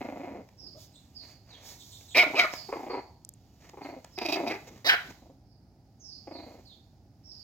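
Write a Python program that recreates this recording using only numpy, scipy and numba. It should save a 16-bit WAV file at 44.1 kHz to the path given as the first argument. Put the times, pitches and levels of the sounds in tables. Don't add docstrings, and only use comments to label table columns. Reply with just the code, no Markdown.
import sys
import numpy as np
from scipy import signal
from scipy.fft import rfft, irfft
from scipy.io import wavfile
from scipy.ndimage import uniform_filter1d
from numba import njit

SR = 44100
rng = np.random.default_rng(int(sys.argv[2]) if len(sys.argv) > 2 else 0)


def log_audio(samples):
    frames = np.atleast_2d(samples).T
    limited = np.clip(frames, -1, 1)
    pcm = np.round(limited * 32767).astype(np.int16)
    wavfile.write(sys.argv[1], SR, pcm)


N = 327663
HZ = np.maximum(np.fft.rfftfreq(2 * N, 1 / SR), 1)

# (frequency [Hz], relative level [dB])
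TOWN_SPECTRUM = [(25, -39), (38, -14), (52, 0), (105, 3.5), (160, -4), (290, -6.5), (476, -20.5),
                 (796, -15.5), (1190, -42), (2410, -41), (3430, -53.5), (4870, -31), (8360, -63.5),
                 (16000, -47.5)]
AIR_SPECTRUM = [(25, -41.5), (600, -20.5), (1200, 7.5), (3000, -6), (5000, 5.5), (8000, -9.5),
                (16000, -7.5)]
# (frequency [Hz], time to fall 60 dB [s])
WALL_DECAY = [(200, 0.37), (700, 0.51), (1800, 0.2257), (5000, 0.6), (14000, 0.38)]
# (frequency [Hz], gain [dB])
WALL_SEND = [(200, -14.5), (700, -8.5), (1500, -2.5), (2400, -6.5), (3300, -7), (5000, -16.5), (7000, -7.5),
             (9000, -7), (14000, -11)]
# (frequency [Hz], left minus right [dB])
PORT_TILT = [(100, -2), (700, .5), (2000, 0.5), (3000, -1.5), (3700, -9), (5200, -11), (6800, -7.5),
             (8200, 7), (11000, 2), (13000, -3), (15500, -8.5)]
# (frequency [Hz], phase lag [rad])
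PORT_PHASE = [(100, .1), (800, .6), (1500, 1), (2500, .6), (3100, .3), (4000, 2.2), (5200, 3.6),
              (7500, 6.3), (11000, 7), (15000, 8)]

# (time [s], length [s], start pitch [Hz], level [dB])
SPARROW_CHIRPS = [(.56, 0.17, 5510, -54), (1.135, 0.11, 5120, -51), (2.49, 0.16, 5410, -50),
                  (2.88, .09, 4898, -54), (3.81, 0.061, 4820, -61), (4.11, 0.19, 5396, -53.5),
                  (5.44, 0.15, 5480, -77), (5.985, 0.11, 6760, -60.5), (5.99, .22, 5540, -53.5),
                  (6.3, 0.12, 4850, -56), (7.22, 0.24, 5550, -55)]
SPARROW_SLURS = [(1.47, .12, 5070, -59), (6.635, .13, 5240, -61)]
SPARROW_CHEEPS = [(.92, 0.075, 4150, -64), (1.78, 0.069, 3870, -59.5), (1.905, .08, 3957, -57),
                  (2.07, .1, 3950, -56.5)]
# (time [s], peak level [dB], ring [Hz])
TICKS = [(3.2494, -27, 6200), (3.291, -23.5, 13800), (3.3384, -38.5, 7200), (4.046, -37, 7200)]

# (time [s], level [dB])
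SOFT_HISS_LEVEL = [(0, -61.5), (.2, -64.5), (.5, -72.5), (1, -68), (1.68, -75), (2.05, -66.5), (2.4, -51),
                   (2.84, -59.5), (3.2, -76.5), (3.7, -67.5), (4.2, -66), (4.4, -55.5), (4.9, -68.5),
                   (5.08, -57.5), (5.55, -95), (6.5, -64), (7.1, -84.5), (7.43, -69.5)]
# (centre time [s], length [s], level [dB])
NOSE_PUFFS = [(.82, 0.16, -53), (1.29, 0.21, -61), (1.69, 0.17, -48), (1.9, 0.81, -54), (2.56, 0.13, -50.5),
              (3.87, 0.19, -61.5)]
SCUFFS_AND_SNAPS = [(.49, 0.0085, -52), (1.235, 0.069, -58.5), (1.31, 0.21, -62), (1.56, .29, -58.5),
                    (1.7, .22, -57), (2.012, 0.01, -51.5), (2.536, 0.025, -35), (3.65, 0.15, -58),
                    (3.695, 0.015, -47), (4.047, 0.0101, -43), (4.68, .048, -49), (4.76, 0.16, -58.5),
                    (5.104, 0.037, -48.5)]
LANDINGS = [(.66, 0.19, -56.5), (.76, 0.076, -56), (4.7, 0.33, -52.5), (5.06, 0.071, -51),
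            (5.105, 0.054, -45.5)]
# (frequency [Hz], relative level [dB])
SOFT_HISS_SPECTRUM = [(400, -0.5), (900, 4.5), (1500, -3.5), (2400, 0.5), (4000, 3.5), (7000, 3.5),
                      (9000, -18.5), (12000, -3.5), (16000, -2.5)]
NOSE_SPECTRUM = [(1000, -7.5), (1400, -19), (2000, -12), (2700, -12), (3600, 0.5), (4800, 1.5), (6000, 3),
                 (7000, 2), (9000, -21), (10500, -9.5), (13000, -7), (16000, -3.5)]
SCUFF_SPECTRUM = [(150, -6.5), (700, 3.5), (1400, -9), (2200, -1), (3200, -11.5), (6500, -6),
                  (9000, -30), (15000, -19)]
LANDING_SPECTRUM = [(40, -21), (90, -2.5), (350, -3), (650, -16), (1300, -28.5), (4000, -58.5)]

# (time [s], length [s], start pitch [Hz], level [dB])
WHIMPER_NOTE = [(.745, 0.052, 553, -55)]
# (centre [Hz], width [Hz], gain [dB])
RASP_MODES = [(1360, 540, -10.5), (1730, 640, -5), (2079, 430, 1.5), (2402, 110, -1), (4096, 410, -13),
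              (4710, 620, -15.5)]
HISS_MODES = [(3320, 1100, -6), (3780, 417, 1), (4540, 250, 0), (5090, 305.3, 0), (5930, 470, -10.5)]
SNARL_MODES = [(2510, 230, 4.5), (3200, 290, -8), (3860, 350, -3.5), (4850, 480, -0.5), (5530, 580, -7.5),
               (6940, 290, -18.5)]
# (time [s], throat tuning [Hz], throat [dB], rasp [dB])
GROWL_CURVES = [
    [(0.017, 490, -33, -44), (0.14, 417, -38.5, -56.5), (0.25, 448, -37.5, -51.5), (0.398, 335, -40.5, -62)],
    [(2.272, 470, -33.5, -56.5), (2.308, 454, -37.5, -56), (2.345, 498, -31.5, -47.5)],
    [(2.695, 755.5, -35, -57), (2.725, 840, -30.5, -44.5), (2.82, 625, -38.5, -57.5),
     (2.95, 700, -32.5, -46.5), (2.982, 720, -35.5, -51)],
    [(3.742, 653, -47, -68.5), (3.855, 571, -38, -47.5), (3.974, 417, -43.5, -64.5)],
    [(4.186, 648, -34, -42), (4.3, 459, -30, -47), (4.365, 511, -29.5, -39), (4.44, 490, -31, -55.5),
     (4.51, 477.5, -32, -34.5), (4.55, 524, -40, -46.5)],
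    [(5.228, 488, -54, -76), (5.304, 480, -52.5, -84)],
    [(6.28, 413, -40, -60), (6.4, 466, -41.5, -58.5), (6.592, 367, -52.5, -70.5)],
]
# (time [s], level [dB])
SNARL_LEVEL = [(4.179, -37.5), (4.22, -39), (4.255, -32), (4.3, -32.5), (4.35, -24.5), (4.39, -61),
               (4.45, -62.5), (4.48, -33.5), (4.56, -53)]
# (start [s], hardest push [s], crest [s], end [s], top pitch [Hz], mouth resonance at start [Hz],
# at crest [Hz], at end [Hz], mouth level [dB], fade by the end [dB], flare at the crest [dB],
# throat level [dB], hiss level [dB], extra lag at the right port [ms])
YAP_CUES = [(2.145, 2.175, 2.203, 2.248, 750.2, 2330, 2328, 2254, -12, 22, -1, -22, -22, -0.023),
            (2.35, 2.396, 2.399, 2.464, 720.3, 2650, 2290, 1800, -22.5, 16, 10.5, -26, -28, 0.015),
            (4.843, 4.869, 4.898, 4.955, 810.7, 2044, 1620, 1473, -25, 3.5, 11, -30, -23, 0.1)]

THROBS_PER_S, THROB_SCATTER_DB = 27, 1
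FIRST_THROB_S, THROB_GROWTH = .032, .075
SNARL_BETWEEN = .21
PITCH_START, PITCH_END = .54, .76
MOUTH_RISE_DB, FLARE_S = 13.5, .0075
THROAT_CONTOUR_DB = [-14.5, 0, -12, -1.5, -13.5]
HISS_RISE_DB, HISS_FADE_DB, HISS_FLARE_SHARE = 19, 16, .4
OCTAVE_DB, OCTAVE_RISE_DB, OCTAVE_FADE_DB, OCTAVE_JAW_DB = -31.5, 16.5, 6.5, 11


def from_db(db):
    return 10 ** (np.asarray(db) / 20)


def rms_one(x):
    return x / np.sqrt(np.mean(x ** 2) + 1e-20)


def at_hz(points):
    hz, value = np.transpose(points)
    return np.interp(np.log(HZ), np.log(hz), value)


def filtered(x, response):
    return irfft(rfft(x, 2 * N) * response)[..., :N]


def noise(spectrum, channels=1):
    return rms_one(filtered(rng.standard_normal((channels, N)), from_db(at_hz(spectrum))))


def band(x, low_hz, high_hz, order=2):
    edges = [low_hz, min(high_hz, .45 * SR)]
    return signal.sosfilt(signal.butter(order, edges, "band", fs=SR, output="sos"), x)


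def add(track, s, sound):
    start = max(round(s * SR), 0)
    track[start:start + len(sound)] += sound[:N - start]


def swells(rows):
    out = np.zeros(N)
    for s, length, db in rows:
        add(out, s - length / 2, from_db(db) * np.hanning(int(length * SR)))
    return out


def wobble(count, rate):
    knots = rng.standard_normal(1024)
    return 1.2 * np.interp(np.arange(count) * rate / SR % 1023, np.arange(1024), knots)


def evened(x, window_s):
    return x / np.sqrt(uniform_filter1d(x ** 2, max(int(window_s * SR), 8)) + 1e-12)


@njit
def glide_filter(x, angle, r):
    y = np.zeros(len(x))
    for i in range(2, len(x)):
        drive = (1 - r * r) / 2 * (x[i] - x[i - 2])
        y[i] = drive + 2 * r * np.cos(angle[i]) * y[i - 1] - r * r * y[i - 2]
    return y


def resonate(x, hz, width):
    return glide_filter(x, 2 * np.pi * hz / SR * np.ones(len(x)), np.exp(-np.pi * width / SR))


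def town():
    width = from_db(-15) * noise(TOWN_SPECTRUM, channels=2)
    air = noise(AIR_SPECTRUM, channels=2)
    return from_db(-57.5) * (noise(TOWN_SPECTRUM) + width) + from_db(-77) * air


def yard():
    t = np.arange(SR) / SR
    white = rng.standard_normal((3, len(t)))
    build_up = 1 - np.exp(-t / .003)
    echoes = np.zeros((2, len(t)))
    for low in 125 * 2. ** np.arange(7):
        hz = low * np.sqrt(2)
        alike = 1 / (1 + (hz / 1200) ** 2)
        scatter = band(np.sqrt(alike) * white[0] + np.sqrt(1 - alike) * white[1:], low, 2 * low, order=3)
        decay = from_db(-60 * t / np.interp(hz, *np.transpose(WALL_DECAY))) * build_up
        echoes += scatter * decay / np.sqrt(np.sum(decay ** 2))
    return rfft(echoes, 2 * N)


def near_scatter():
    knots_hz = np.linspace(0, SR / 2, 128)
    phase = np.array([np.interp(HZ, knots_hz, row) for row in rng.standard_normal((2, len(knots_hz)))])
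    return np.exp(1j * phase * np.minimum(HZ / 14000, .8))


def whistles(rows, glide_octaves, hoarse, octave_db):
    out = np.zeros(N)
    for s, length, start_hz, db in rows:
        count = int(length * SR)
        glide = np.geomspace(start_hz, start_hz * 2 ** glide_octaves, count)
        phase = 2 * np.pi * np.cumsum(glide * (1 + hoarse * wobble(count, 900))) / SR
        flutter = from_db(3 * wobble(count, 150))
        note = (np.sin(phase) + from_db(octave_db) * np.sin(2 * phase)) * flutter
        add(out, s, from_db(db) * rms_one(note * signal.windows.tukey(count, .8)))
    return out


def sparrows():
    return (whistles(SPARROW_CHIRPS, glide_octaves=-.28, hoarse=.045, octave_db=-38)
            + whistles(SPARROW_SLURS, glide_octaves=-.8, hoarse=.051, octave_db=-29.5)
            + whistles(SPARROW_CHEEPS, glide_octaves=-.2, hoarse=.07, octave_db=-5))


def clicks():
    out = np.zeros(N)
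    t = np.arange(256) / SR
    for s, db, hz in TICKS:
        crack = band(rng.standard_normal(len(t)) * np.exp(-t / .0001), 5760, 10840)
        tick = resonate(crack, hz, width=1700) + .32 * crack
        tick = from_db(db) * tick / np.abs(tick).max()
        add(out, s, tick)
        add(out, s + .0021, from_db(-12) * tick)
    return out


def soft_hiss():
    level_db = np.interp(np.arange(N) / SR, *np.transpose(SOFT_HISS_LEVEL))
    return from_db(level_db + .81 * wobble(N, 170)) * noise(SOFT_HISS_SPECTRUM)[0]


def tussle():
    snuffs = swells(NOSE_PUFFS) * noise(NOSE_SPECTRUM)[0]
    scuffs = swells(SCUFFS_AND_SNAPS) * noise(SCUFF_SPECTRUM)[0]
    thuds = swells(LANDINGS) * noise(LANDING_SPECTRUM)[0]
    grit = from_db(2.7 * wobble(N, 290))
    return snuffs + scuffs * grit + thuds


def whimper():
    return whistles(WHIMPER_NOTE, glide_octaves=.28, hoarse=.057, octave_db=-21)


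def folds(pitch, jitter, shimmer_db, breath):
    count = len(pitch)
    cycles = np.cumsum(pitch * (1 + jitter * wobble(count, 500))) / SR + rng.random()
    pulses = np.diff(np.floor(cycles), prepend=0) * from_db(shimmer_db * wobble(count, 400))
    puffs = rng.standard_normal(count) * np.exp(-3 * (cycles % 1))
    return rms_one(pulses) + breath * rms_one(puffs)


def tract(x, modes):
    return sum(from_db(db) * resonate(resonate(x, hz, width), hz, width) for hz, width, db in modes)


def hiss(source):
    sizzle = band(source, 10790, 19000, order=6)
    return evened(tract(source, HISS_MODES) + from_db(-24) * sizzle, .0083)


def throbs():
    for curve in GROWL_CURVES:
        times, *columns = np.transpose(curve)
        count = round((times[-1] - times[0]) * THROBS_PER_S) + 1
        for s in np.linspace(times[0], times[-1], count):
            length = FIRST_THROB_S + THROB_GROWTH * (s - times[0])
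            progress = np.linspace(0, 1, int(length * SR))
            opening = np.sin(np.pi * progress ** .52).clip(0)
            yield s - .3 * length, opening, *(np.interp(s, times, column) for column in columns)


def growl():
    out = np.zeros(N)
    for start, opening, tuning_hz, throat_db, rasp_db in throbs():
        pitch = np.full(len(opening), rng.uniform(230, 380))
        source = folds(pitch, jitter=.15, shimmer_db=6, breath=.3)
        tuning_hz *= np.exp(.1 * rng.standard_normal())
        throat = tract(source, [(1.18 * tuning_hz, 400, 0), (110 + .42 * tuning_hz, 230, 1.5)])
        throat = evened(band(throat, 99, 930, order=3), .011)
        rasp = evened(tract(source, RASP_MODES), .01) + from_db(-34) * hiss(source)
        throb = from_db(throat_db) * throat * opening ** 1.73 + from_db(rasp_db) * rasp * opening ** 1.1
        add(out, start, from_db(THROB_SCATTER_DB * rng.standard_normal()) * throb)
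    return out


def snarl():
    times, levels = np.transpose(SNARL_LEVEL)
    level_db = np.interp(np.arange(times[0], times[-1], 1 / SR), times, levels)
    source = folds(np.full(len(level_db), 290), jitter=.2, shimmer_db=5, breath=.9)
    bright = tract(source, SNARL_MODES) + from_db(-27) * band(source, 10700, 16500, order=6)
    out, flow = np.zeros((2, N))
    add(out, times[0], from_db(level_db) * evened(bright, .028))
    for start, opening, *_ in throbs():
        add(flow, start, opening ** 2)
    return out * (SNARL_BETWEEN + (1 - SNARL_BETWEEN) * flow)


def yap(start, push, crest, end, top_hz, start_hz, crest_hz, end_hz,
        peak_db, fade_db, flare_db, throat_db, air_db):
    t = np.arange(start, end, 1 / SR)
    before = np.clip((crest - t) / (crest - start), 0, 1)
    after = np.clip((t - crest) / (end - crest), 0, 1)
    pitch = top_hz * (1 - (1 - PITCH_START) * before ** 1.5 - (1 - PITCH_END) * after ** 2)
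    mouth_hz = np.interp(t, [start, crest, end], [start_hz, crest_hz, end_hz])
    jaw = np.clip((2250 - mouth_hz) / 600, 0, 1)

    flare = flare_db * np.exp(-((t - crest) / FLARE_S) ** 2)
    grunt = crest + .75 * (end - crest)
    dip = (crest + grunt) / 2
    mouth_db = peak_db - MOUTH_RISE_DB * before - fade_db * after + flare
    body_db = throat_db + np.interp(t, [start, push, dip, grunt, end], THROAT_CONTOUR_DB)
    octave_db = OCTAVE_DB - OCTAVE_RISE_DB * before + (OCTAVE_JAW_DB * jaw - OCTAVE_FADE_DB) * after
    hiss_db = air_db - np.interp(t, [start, push, end], [HISS_RISE_DB, 0, HISS_FADE_DB])
    hiss_db += HISS_FLARE_SHARE * flare

    source = folds(pitch, jitter=.07, shimmer_db=4, breath=.45 + .6 * jaw)
    phase = 2 * np.pi * np.cumsum(pitch * (1 + .03 * wobble(len(pitch), 400))) / SR
    rattle = folds(pitch / 2, jitter=.2, shimmer_db=5, breath=.8)
    body = 1.05 * np.sin(phase) + .6 * evened(band(rattle, 270, 1150), .008)
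    octave = 1.15 * np.sin(2 * phase) + .45 * evened(band(source, 950, 1650), .008)
    mouth = evened(tract(source, [(mouth_hz, 400, 0)]), .0035)
    bark = from_db(-11 + 10 * jaw) * evened(band(source, 2200, 3380, order=3), .0058)
    voice = (from_db(body_db) * body + from_db(octave_db) * octave
             + from_db(mouth_db) * (mouth + bark) + from_db(hiss_db) * hiss(source))
    return voice * signal.windows.tukey(len(voice), .1)


def yaps():
    out = np.zeros((2, N))
    for start, *shape, lag_ms in YAP_CUES:
        left = yap(start, *shape)
        hz = np.fft.rfftfreq(len(left), 1 / SR)
        right = irfft(rfft(left) * np.exp(-2j * np.pi * hz * lag_ms / 1000), len(left))
        add(out[0], start, left)
        add(out[1], start, right)
    return out


def scene():
    walls = yard()
    direct = np.exp(-1j * at_hz(PORT_PHASE) * np.array([[0], [1]]))
    puppy = growl() + snarl() + yaps() + whimper()
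    close = puppy + soft_hiss() + tussle()
    dogs = filtered(close, direct * near_scatter() + walls * from_db(at_hz(WALL_SEND)))
    birds = filtered(sparrows(), from_db(1) * direct + from_db(2.5) * walls)
    return town() + birds + filtered(clicks(), direct) + dogs


def record(dry):
    tilt = from_db(at_hz(PORT_TILT) * np.array([[.5], [-.5]]))
    coloured = filtered(dry, tilt / np.sqrt(np.mean(tilt ** 2, axis=0)))
    return signal.sosfilt(signal.ellip(10, .3, 70, 16000, fs=SR, output="sos"), coloured)


dry = scene()
out = record(dry)
log_audio(out)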